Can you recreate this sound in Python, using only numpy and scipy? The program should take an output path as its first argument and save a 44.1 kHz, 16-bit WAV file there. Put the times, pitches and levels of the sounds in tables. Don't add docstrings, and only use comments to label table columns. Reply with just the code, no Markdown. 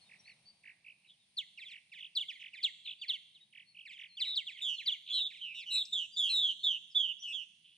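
import sys
import numpy as np
from scipy import signal
from scipy.fft import rfft, irfft, next_fast_len
from scipy.io import wavfile
from scipy.ndimage import map_coordinates

SR = 44100
rng = np.random.default_rng(int(sys.argv[2]) if len(sys.argv) > 2 else 0)


def transcribe(u):
    v = np.clip(np.atleast_2d(u).T, -1, 1)
    q = np.round(v * 32767).astype(np.int16)
    wavfile.write(sys.argv[1], SR, q)


N = 342657

# delay/s, length/s, start f/Hz, middle f/Hz, end f/Hz, level/dB, all relative to the times and factors below
PEEK_SYLLABLES = [(0, .054, 5005, 3432, 2600, 1), (.046, .032, 2520, 2187, 1883, -21.5)]
DOUBLE_PEEK_SYLLABLES = [(0, .06, 4930, 3325, 2737, -1.5), (.053, .039, 3688, 3155, 2540, -7),
                         (.076, .028, 2400, 2190, 1980, -26)]
CHIP_SYLLABLES = [(0, .045, 3814, 2712, 1696, 0.5), (.043, .055, 3740, 3240, 3150, -15.5),
                  (.066, .033, 2400, 2150, 1800, -17.5)]
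CHUP_SYLLABLES = [(0, .032, 2990, 2280, 1612, -1), (.006, 0.083, 5250, 3234, 3450, -8),
                  (.042, .038, 2790, 2280, 1830, -4), (.068, .078, 3950, 3227, 3090, -8.5)]
# t/s, level/dB, length factor, pitch factor
PEEK_CALLS = [(1.368, -33.5, 0.94, 0.97), (1.694, -54, 1.45, .96), (2.629, -27, 0.92, 0.96),
              (3.341, -58.5, 1.1, 0.9), (4.197, -31, 1.07, 1), (4.353, -30, 1.076, 0.98),
              (5.6, -52.5, 1.13, 1.16)]
DOUBLE_PEEK_CALLS = [(2.151, -28, .97, 1.003), (3.081, -28.5, 0.94, 0.97), (4.858, -26.5, 1.07, 1)]
CHIP_CALLS = [(2.283, -38, 1, 0.98), (3.013, -39, 1.06, 0.97), (4.169, -41, 1.19, 0.95),
              (4.466, -38.5, 1.2, 0.99), (4.781, -38.5, 1.12, 0.96)]
CHUP_CALLS = [(1.574, -44, 1, 1.025), (1.917, -49, 1.04, 0.96), (2.531, -45.5, 0.98, 0.98),
              (3.851, -47, 1, 0.98), (5.299, -51.5, 0.9, .98)]

# t/s, length/s, start f/Hz, end f/Hz, level/dB,
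# swell from start to end/dB, flutter f/Hz, overtone change/dB, left minus right/dB
SAGGING_BUZZES = [ (4.608, 0.15, 3720, 2890, -35.5, -4, 139, -2, -2),
                  (5.122, 0.16, 4106, 3500, -34, -2, 147, -14, -1.5),
                  (5.404, 0.15, 3190, 2506, -44.5, -14, 150.2, -17.5, -0.5),
                  (5.654, 0.15, 3102, 2512, -46.5, -12, 168.5, -9, 1),
                  (5.918, 0.15, 3760, 2824, -36.5, -16.5, 172, -5.5, -1),
                  (6.159, .14, 3638, 3150, -31, -1.5, 175.7, -3.5, -1),
                  (6.243, 0.093, 3104, 2643, -41, -4, 171.8, -3, 0),
                  (6.286, .14, 4228, 3577, -30, 6, 165.8, -5, -1),
                  (6.414, 0.12, 3547, 3031, -31, -12, 183.8, -8, -0.5),
                  (6.628, .156, 3730, 2860, -32.5, -16, 169.6, -11, -1),
                  (6.944, .186, 3574, 2903, -33, -14, 173.1, -12.5, -3.5),
                  (7.214, .12, 3327, 2670, -42, 3, 139.1, -4.5, 4),
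                  (7.318, 0.13, 3523, 2820, -42, -11.5, 153.2, -7.5, -6.5)]
# t/s, length/s, start f/Hz, end f/Hz, level/dB,
# swell from start to end/dB, overtone change/dB
HELD_BUZZES = [(4.234, .12, 3860, 3500, -37.5, 2.5, -16), (5.092, .12, 3400, 2670, -37.5, -7, -7.5),
               (5.534, .11, 2858, 2170, -47, -3, -4.5), (5.536, 0.081, 3740, 2990, -51, 12, -1),
               (5.699, .134, 3954, 3412, -32, 4, -4.5)]
SAG_BEND, HELD_BEND = 3.2, 2
HELD_FLUTTER_HZ, HELD_PAN_DB = 132.4, -1
FLUTTER_SLEW = 30300
LINGER = 1.7

# t/s, number of notes, spacing/s, top f/Hz, bottom f/Hz, level/dB
TRILLS = [ (.089, 4, 0.021, 3016, 1640, -55), (0.252, 4, 0.02, 3055, 1690, -54.5),
          (0.634, 5, 0.019, 3030, 1560, -51), (0.843, 5, .018, 3040, 2090, -51.5),
          (1.032, 4, 0.013, 3130, 2120, -62), (1.088, 4, 0.0082, 3790, 2830, -57),
          (1.69, 5, 0.021, 3430, 1704, -50), (1.985, 5, 0.019, 3830, 2354, -45),
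          (2.393, 5, 0.021, 3724, 1694, -47), (2.852, 5, 0.018, 3943, 2160, -40.5),
          (3.524, 5, .0232, 3580, 1676, -52.5), (3.745, 5, 0.02, 3297, 2270, -50),
          (3.966, 5, 0.022, 3720, 1655, -47), (4.568, 4, 0.017, 3840, 1810, -48),
          (5.062, 6, .012, 4350, 2196, -42)]
# t/s, length/s, middle f/Hz, arch f/Hz, rise f/Hz, level/dB
WHISTLES = [ (.005, 0.04, 4350, 37, -100, -64), (0.056, 0.035, 3720, 63, -200, -68),
            (0.188, 0.023, 5660, 46, 0, -64), (0.231, 0.11, 4490, 953, -9, -63),
            (0.452, 0.066, 4623, 101, 225, -58.5), (1.061, 0.095, 3594, 251, -1150, -66),
            (1.185, 0.072, 3670, 67, -400, -74), (2.845, 0.061, 3595, -280, -1000, -45.5),
            (2.985, 0.077, 4570, 507, -750, -60), (3.4, .045, 3830, 100.5, 3, -63),
            (3.654, 0.086, 4386, 90, -7, -66), (4.077, 0.11, 4170, -620, 288, -63.5),
            (4.734, 0.11, 4095, -260, -470, -55.5), (6.116, 0.067, 4756, 526, -600, -55.5),
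            (6.59, 0.11, 4240, 153.5, -300, -58), (6.897, .045, 5080, 404, -1500, -68),
            (7.183, 0.057, 5890, 1402, -200, -63)]
# t/s, centre f/Hz, peak level/dB, time to fall by 60 dB/s
BURSTS = [(1.896, 3960, -61, 0.01), (5.853, 5170, -41.5, 0.015), (7.645, 3050, -53, 0.85)]

# multiple of pitch, level before the beak/dB
BUZZ_PARTIALS = [(1 / 2, -63), (3 / 2, -50.5), (2, -28.5), (5 / 2, -45), (3, -31)]
# multiple of pitch, level before the beak/dB
CHIRP_PARTIALS = [(2, -33), (3, -33.5)]
# f/Hz, level/dB
BEAK = [(1500, 6), (4500, 21.5), (5500, 9.5), (6600, 1.5), (7900, 11), (9000, -5), (10000, -4.5),
        (11200, -4.5), (12300, -5)]

# f/Hz, time to fall by 60 dB/s
TREES = [(1500, 0.6), (3200, 0.77), (7000, 1), (12000, 0.93)]
# f/Hz, level/dB
SPREAD = [(2000, 14), (4500, 3), (6000, 17.5), (8000, 11), (11500, 13)]
# f/Hz, left minus right level/dB
BALANCE = [(2000, -4.5), (3200, -3), (4500, 3), (7500, 3), (11000, 1)]

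# t/s, hum level/dB, rush level/dB
AMBIENCE = [(0.0, -82, -82), (0.17, -78.5, -82.5), (1.2, -86, -94), (5.16, -86, -96.5), (6.35, -82, -96),
            (7.2, -86, -96.5), (7.6, -86, -100)]
# t/s, level/dB
HISS_LEVEL = [(0, -71.5), (.9, -80), (1.3, -77), (4, -80.5), (7.77, -78)]
# f/Hz, relative level/dB
HUM = [(13, -54), (22, -33), (81, -13), (129, -3), (172, 0), (222, -3.5), (268, -16), (341, -13.5),
       (450, -26.5), (580, -32), (990, -120)]
RUSH = [(25, -28), (60, -6.5), (120, -3.5), (270, -21), (450, -4.5), (720, -1), (1000, -4.5), (1400, -12),
        (2500, -7), (5000, -27.5)]
HISS = [(1200, -25.5), (2200, -3.5), (4200, -2), (5500, -9.5), (7500, -17.5), (8600, -8.5), (9450, -0.5),
        (9800, -22.5), (10600, -42), (12000, -35.5)]
TOP_HZ = 12150


def chirps():
    out = np.zeros(N)
    kinds = [(PEEK_SYLLABLES, PEEK_CALLS), (DOUBLE_PEEK_SYLLABLES, DOUBLE_PEEK_CALLS),
             (CHIP_SYLLABLES, CHIP_CALLS), (CHUP_SYLLABLES, CHUP_CALLS)]
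    for syllables, events in kinds:
        for s, db, stretch, pitch in events:
            add(out, s, amp(db) * call(syllables, stretch, pitch))
    return out


def call(syllables, stretch, pitch, accent_db=9, accent_hz=3500, accent_width=0.15, echo_db=-11, overtones_db=-5):
    out = np.zeros(SR // 2)
    for delay, length, *pitches, db in syllables:
        pitches = pitch * np.array(pitches)
        hz = glide(stretch * length, pitches)[2]
        accent = accent_db / (1 + (np.log(hz / accent_hz) / accent_width) ** 2)
        note = slur(stretch * length, pitches, skew=0.67, sharpness=1.07, waver=0.012, overtones_db=overtones_db)
        note = amp(db + accent - accent.max()) * note
        add(out, stretch * delay, bough(note, echo_db))
    return out


def buzzes():
    notes = []
    for s, length, start_hz, end_hz, db, swell_db, flutter_hz, overtones_db, pan_db in SAGGING_BUZZES:
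        note = buzz(length, start_hz, end_hz, -SAG_BEND, swell_db, flutter_hz, overtones_db)
        notes.append((s, db, pan_db, note))
    for s, length, start_hz, end_hz, db, swell_db, overtones_db in HELD_BUZZES:
        note = buzz(length, start_hz, end_hz, HELD_BEND, swell_db, HELD_FLUTTER_HZ, overtones_db)
        notes.append((s, db, HELD_PAN_DB, note))
    left, right = np.zeros(N), np.zeros(N)
    for s, db, pan_db, note in notes:
        add(left, s, amp(db + pan_db / 2) * note)
        add(right, s, amp(db - pan_db / 2) * note)
    return np.array([left, right])


def buzz(length, start_hz, end_hz, bend, swell_db, flutter_hz, overtones_db, attack=0.018, release=0.0059,
         arch_db=5, pulsing=0.25, pulse_lead=0.72, unevenness=0.048, echo_db=-13, late_echo_db=-17,
         scoop_hz=300, scoop_s=.008, jitter_hz=14):
    t = np.arange(int(length * SR)) / SR
    u = t / length

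    fall = np.expm1(bend * u ** LINGER) / np.expm1(bend)
    scoop = scoop_hz * np.exp(-t / scoop_s)
    hz = start_hz + (end_hz - start_hz) * fall - scoop

    flutter_rate = flutter_hz * (1 + unevenness * wobble(t, 61.9))
    flutter = 2 * np.pi * np.cumsum(flutter_rate) / SR
    depth = FLUTTER_SLEW / flutter_hz * (.62 + .33 * u) * (1 + .15 * wobble(t, 90))
    hz = hz + depth * np.sin(flutter) + jitter_hz * wobble(t, 390.0)

    edges = np.clip(np.minimum(t / attack, (length - t) / release), 0, 1)
    edges = np.sin(np.pi / 2 * edges) ** 2
    level = swell_db * (u - .5) - arch_db * (2 * u - 1) ** 2 + wobble(t, 69)
    pulse = 1 + pulsing * np.sin(flutter + pulse_lead)
    note = edges * amp(level) * pulse * syrinx(hz, BUZZ_PARTIALS, overtones_db)
    return bough(bough(note, echo_db), late_echo_db, delay_ms=14.0)


def trills(droop=.52, arch_db=7, rise=0.073, echo_db=-13):
    out = np.zeros(N)
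    for s, count, spacing, top_hz, bottom_hz, db in TRILLS:
        middle_hz = top_hz * (1 - droop) + bottom_hz * droop
        for i, place in enumerate(np.linspace(-1, 1, count)):
            creep = 1 + rise * place / 2 + rng.normal(0, .02)
            pitches = creep * np.array([top_hz, middle_hz, bottom_hz])
            note = slur(spacing * .9, pitches, skew=.9, sharpness=1.1, waver=.012, overtones_db=-14)
            note_db = db - arch_db * place ** 2 + rng.normal(0, 1.1)
            add(out, s + i * spacing, bough(amp(note_db) * note, echo_db))
    return out


def whistles(echo_db=-9):
    out = np.zeros(N)
    for s, length, hz, arch_hz, rise_hz, db in WHISTLES:
        pitches = [hz - arch_hz - rise_hz / 2, hz, hz - arch_hz + rise_hz / 2]
        note = slur(length, pitches, skew=1, sharpness=.9, waver=.011, overtones_db=-15)
        add(out, s, bough(amp(db) * note, echo_db))
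    return out


def chatter(count=5, answer_db=-56, within_s=.13):
    out = np.zeros(N)
    for s, *_ in CHIP_CALLS + CHUP_CALLS:
        for wait, height, span, softness in rng.uniform(0, 1, (count, 4)):
            pitches = (2900 + 1600 * height) * np.array([1, .78, .66])
            note = slur(.02 + .025 * span, pitches, skew=.7, sharpness=.8, waver=.012)
            add(out, s + wait * within_s, amp(answer_db - 8.6 * softness) * note)
    return out


def slur(length, pitches, skew, sharpness, waver, overtones_db=0):
    t, u, hz = glide(length, pitches)
    swell = np.abs(np.sin(np.pi * u ** skew)) ** sharpness
    wavering_hz = hz * (1 + waver * wobble(t, 276.7))
    return swell * syrinx(wavering_hz, CHIRP_PARTIALS, overtones_db)


def syrinx(hz, partials, overtones_db=0, fade_db=9):
    t = np.arange(len(hz)) / SR
    phase = 2 * np.pi * np.cumsum(hz) / SR
    tone = np.sin(phase)
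    for multiple, db in partials:
        fade = fade_db * (.5 - t / t[-1])
        patchy_db = 4 * wobble(t, 60)
        level = db + overtones_db + along(BEAK, multiple * hz) + fade + patchy_db
        tone = tone + amp(level) * np.sin(multiple * phase)
    return np.sqrt(2) * tone


def noise_bursts(width=0.17):
    out, t = np.zeros(N), np.arange(N) / SR
    for s, centre_hz, db, t60 in BURSTS:
        fade = (t >= s) * np.exp(-np.log(1000) * np.abs(t - s) / t60)
        burst = rng.standard_normal(N) * fade
        burst = filtered(burst, lambda hz: np.exp(-(np.log((hz + 1) / centre_hz) / width) ** 2))
        out += amp(db) * burst / np.abs(burst).max()
    return out


def bough(note, echo_db, delay_ms=5.2):
    lag = int(delay_ms * rng.uniform(.75, 1.25) * SR / 1000)
    return np.pad(note, (0, lag)) + amp(echo_db) * np.pad(note, (lag, 0))


def scatter(x, twigs_db=-19, twigs_t60=0.07, wood_db=-23, apart=0.54):
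    hz, t, cells = signal.stft(rng.standard_normal((2, SR)), SR, nperseg=256)
    cells = cells * amp(-60 * t / along(TREES, hz)[:, None])
    wood = signal.istft(cells, SR, nperseg=256)[1][:, :SR]
    t = np.arange(SR) / SR
    twigs = rng.standard_normal((2, SR)) * amp(-60 * t / twigs_t60) * (t > .002)
    mid, side = (amp(twigs_db) * unit(twigs) + amp(wood_db) * unit(wood)) / np.sqrt(SR)
    echoes = np.array([mid + apart * side, mid - apart * side])
    spread = filtered(x, lambda hz: amp(along(SPREAD, hz)))
    return signal.fftconvolve(spread, echoes, axes=1)[:, :N]


def background(hum_db=0.5, rush_db=3.0, apart=0.94):
    hum, rush = curves(AMBIENCE)
    hiss, = curves(HISS_LEVEL)
    low = amp(hum + hum_db) * noise(HUM) + amp(rush + rush_db) * noise(RUSH)
    mid, side = noise(HISS), apart * noise(HISS)
    return low + amp(hiss) * np.array([mid + side, mid - side])


def whine(centre_hz=9392, width_hz=30, db=-88):
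    band = filtered(rng.standard_normal(N), lambda hz: np.exp(-((hz - centre_hz) / width_hz) ** 2))
    return amp(db) * unit(band)


def amp(db):
    return 10 ** (np.asarray(db) / 20)


def unit(x):
    return x / np.sqrt(np.mean(x ** 2) + 1e-20)


def along(points, hz):
    f, values = np.transpose(points)
    return np.interp(np.log(hz + 1), np.log(f), values)


def curves(rows):
    s, *columns = np.transpose(rows)
    return [np.interp(np.arange(N) / SR, s, column) for column in columns]


def wobble(t, rate):
    return map_coordinates(rng.standard_normal(128), [t * rate], mode="mirror")


def filtered(x, response):
    m = next_fast_len(N + SR // 2)
    return irfft(rfft(x, m) * response(np.fft.rfftfreq(m, 1 / SR)), m)[..., :N]


def noise(spectrum):
    return unit(filtered(rng.standard_normal(N), lambda hz: amp(along(spectrum, hz))))


def add(track, s, sound):
    part = track[max(round(s * SR), 0):][:len(sound)]
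    part += sound[:len(part)]


def glide(length, pitches):
    t = np.arange(int(length * SR)) / SR
    u = t / length
    knots = np.linspace(0, 1, len(pitches))
    curve = np.polyfit(knots, pitches, len(pitches) - 1)
    return t, u, np.polyval(curve, u)


def scene(lead_ms=0.034, far_wet_db=5):
    near = buzzes() + chirps() + trills() + noise_bursts()
    far = whistles() + chatter()
    sides = np.array([[1], [-1]])
    birds = near + far + scatter(near + amp(far_wet_db) * far)
    birds = filtered(birds, lambda hz: amp(sides * along(BALANCE, hz) / 2))
    lead = sides * lead_ms / 1000
    mix = birds + background() + whine()
    return filtered(mix, lambda hz: np.exp(1j * np.pi * np.minimum(hz, 4500) * lead))


def record(dry):
    return filtered(dry, lambda hz: hz < TOP_HZ)


dry = scene()
out = record(dry)
transcribe(out)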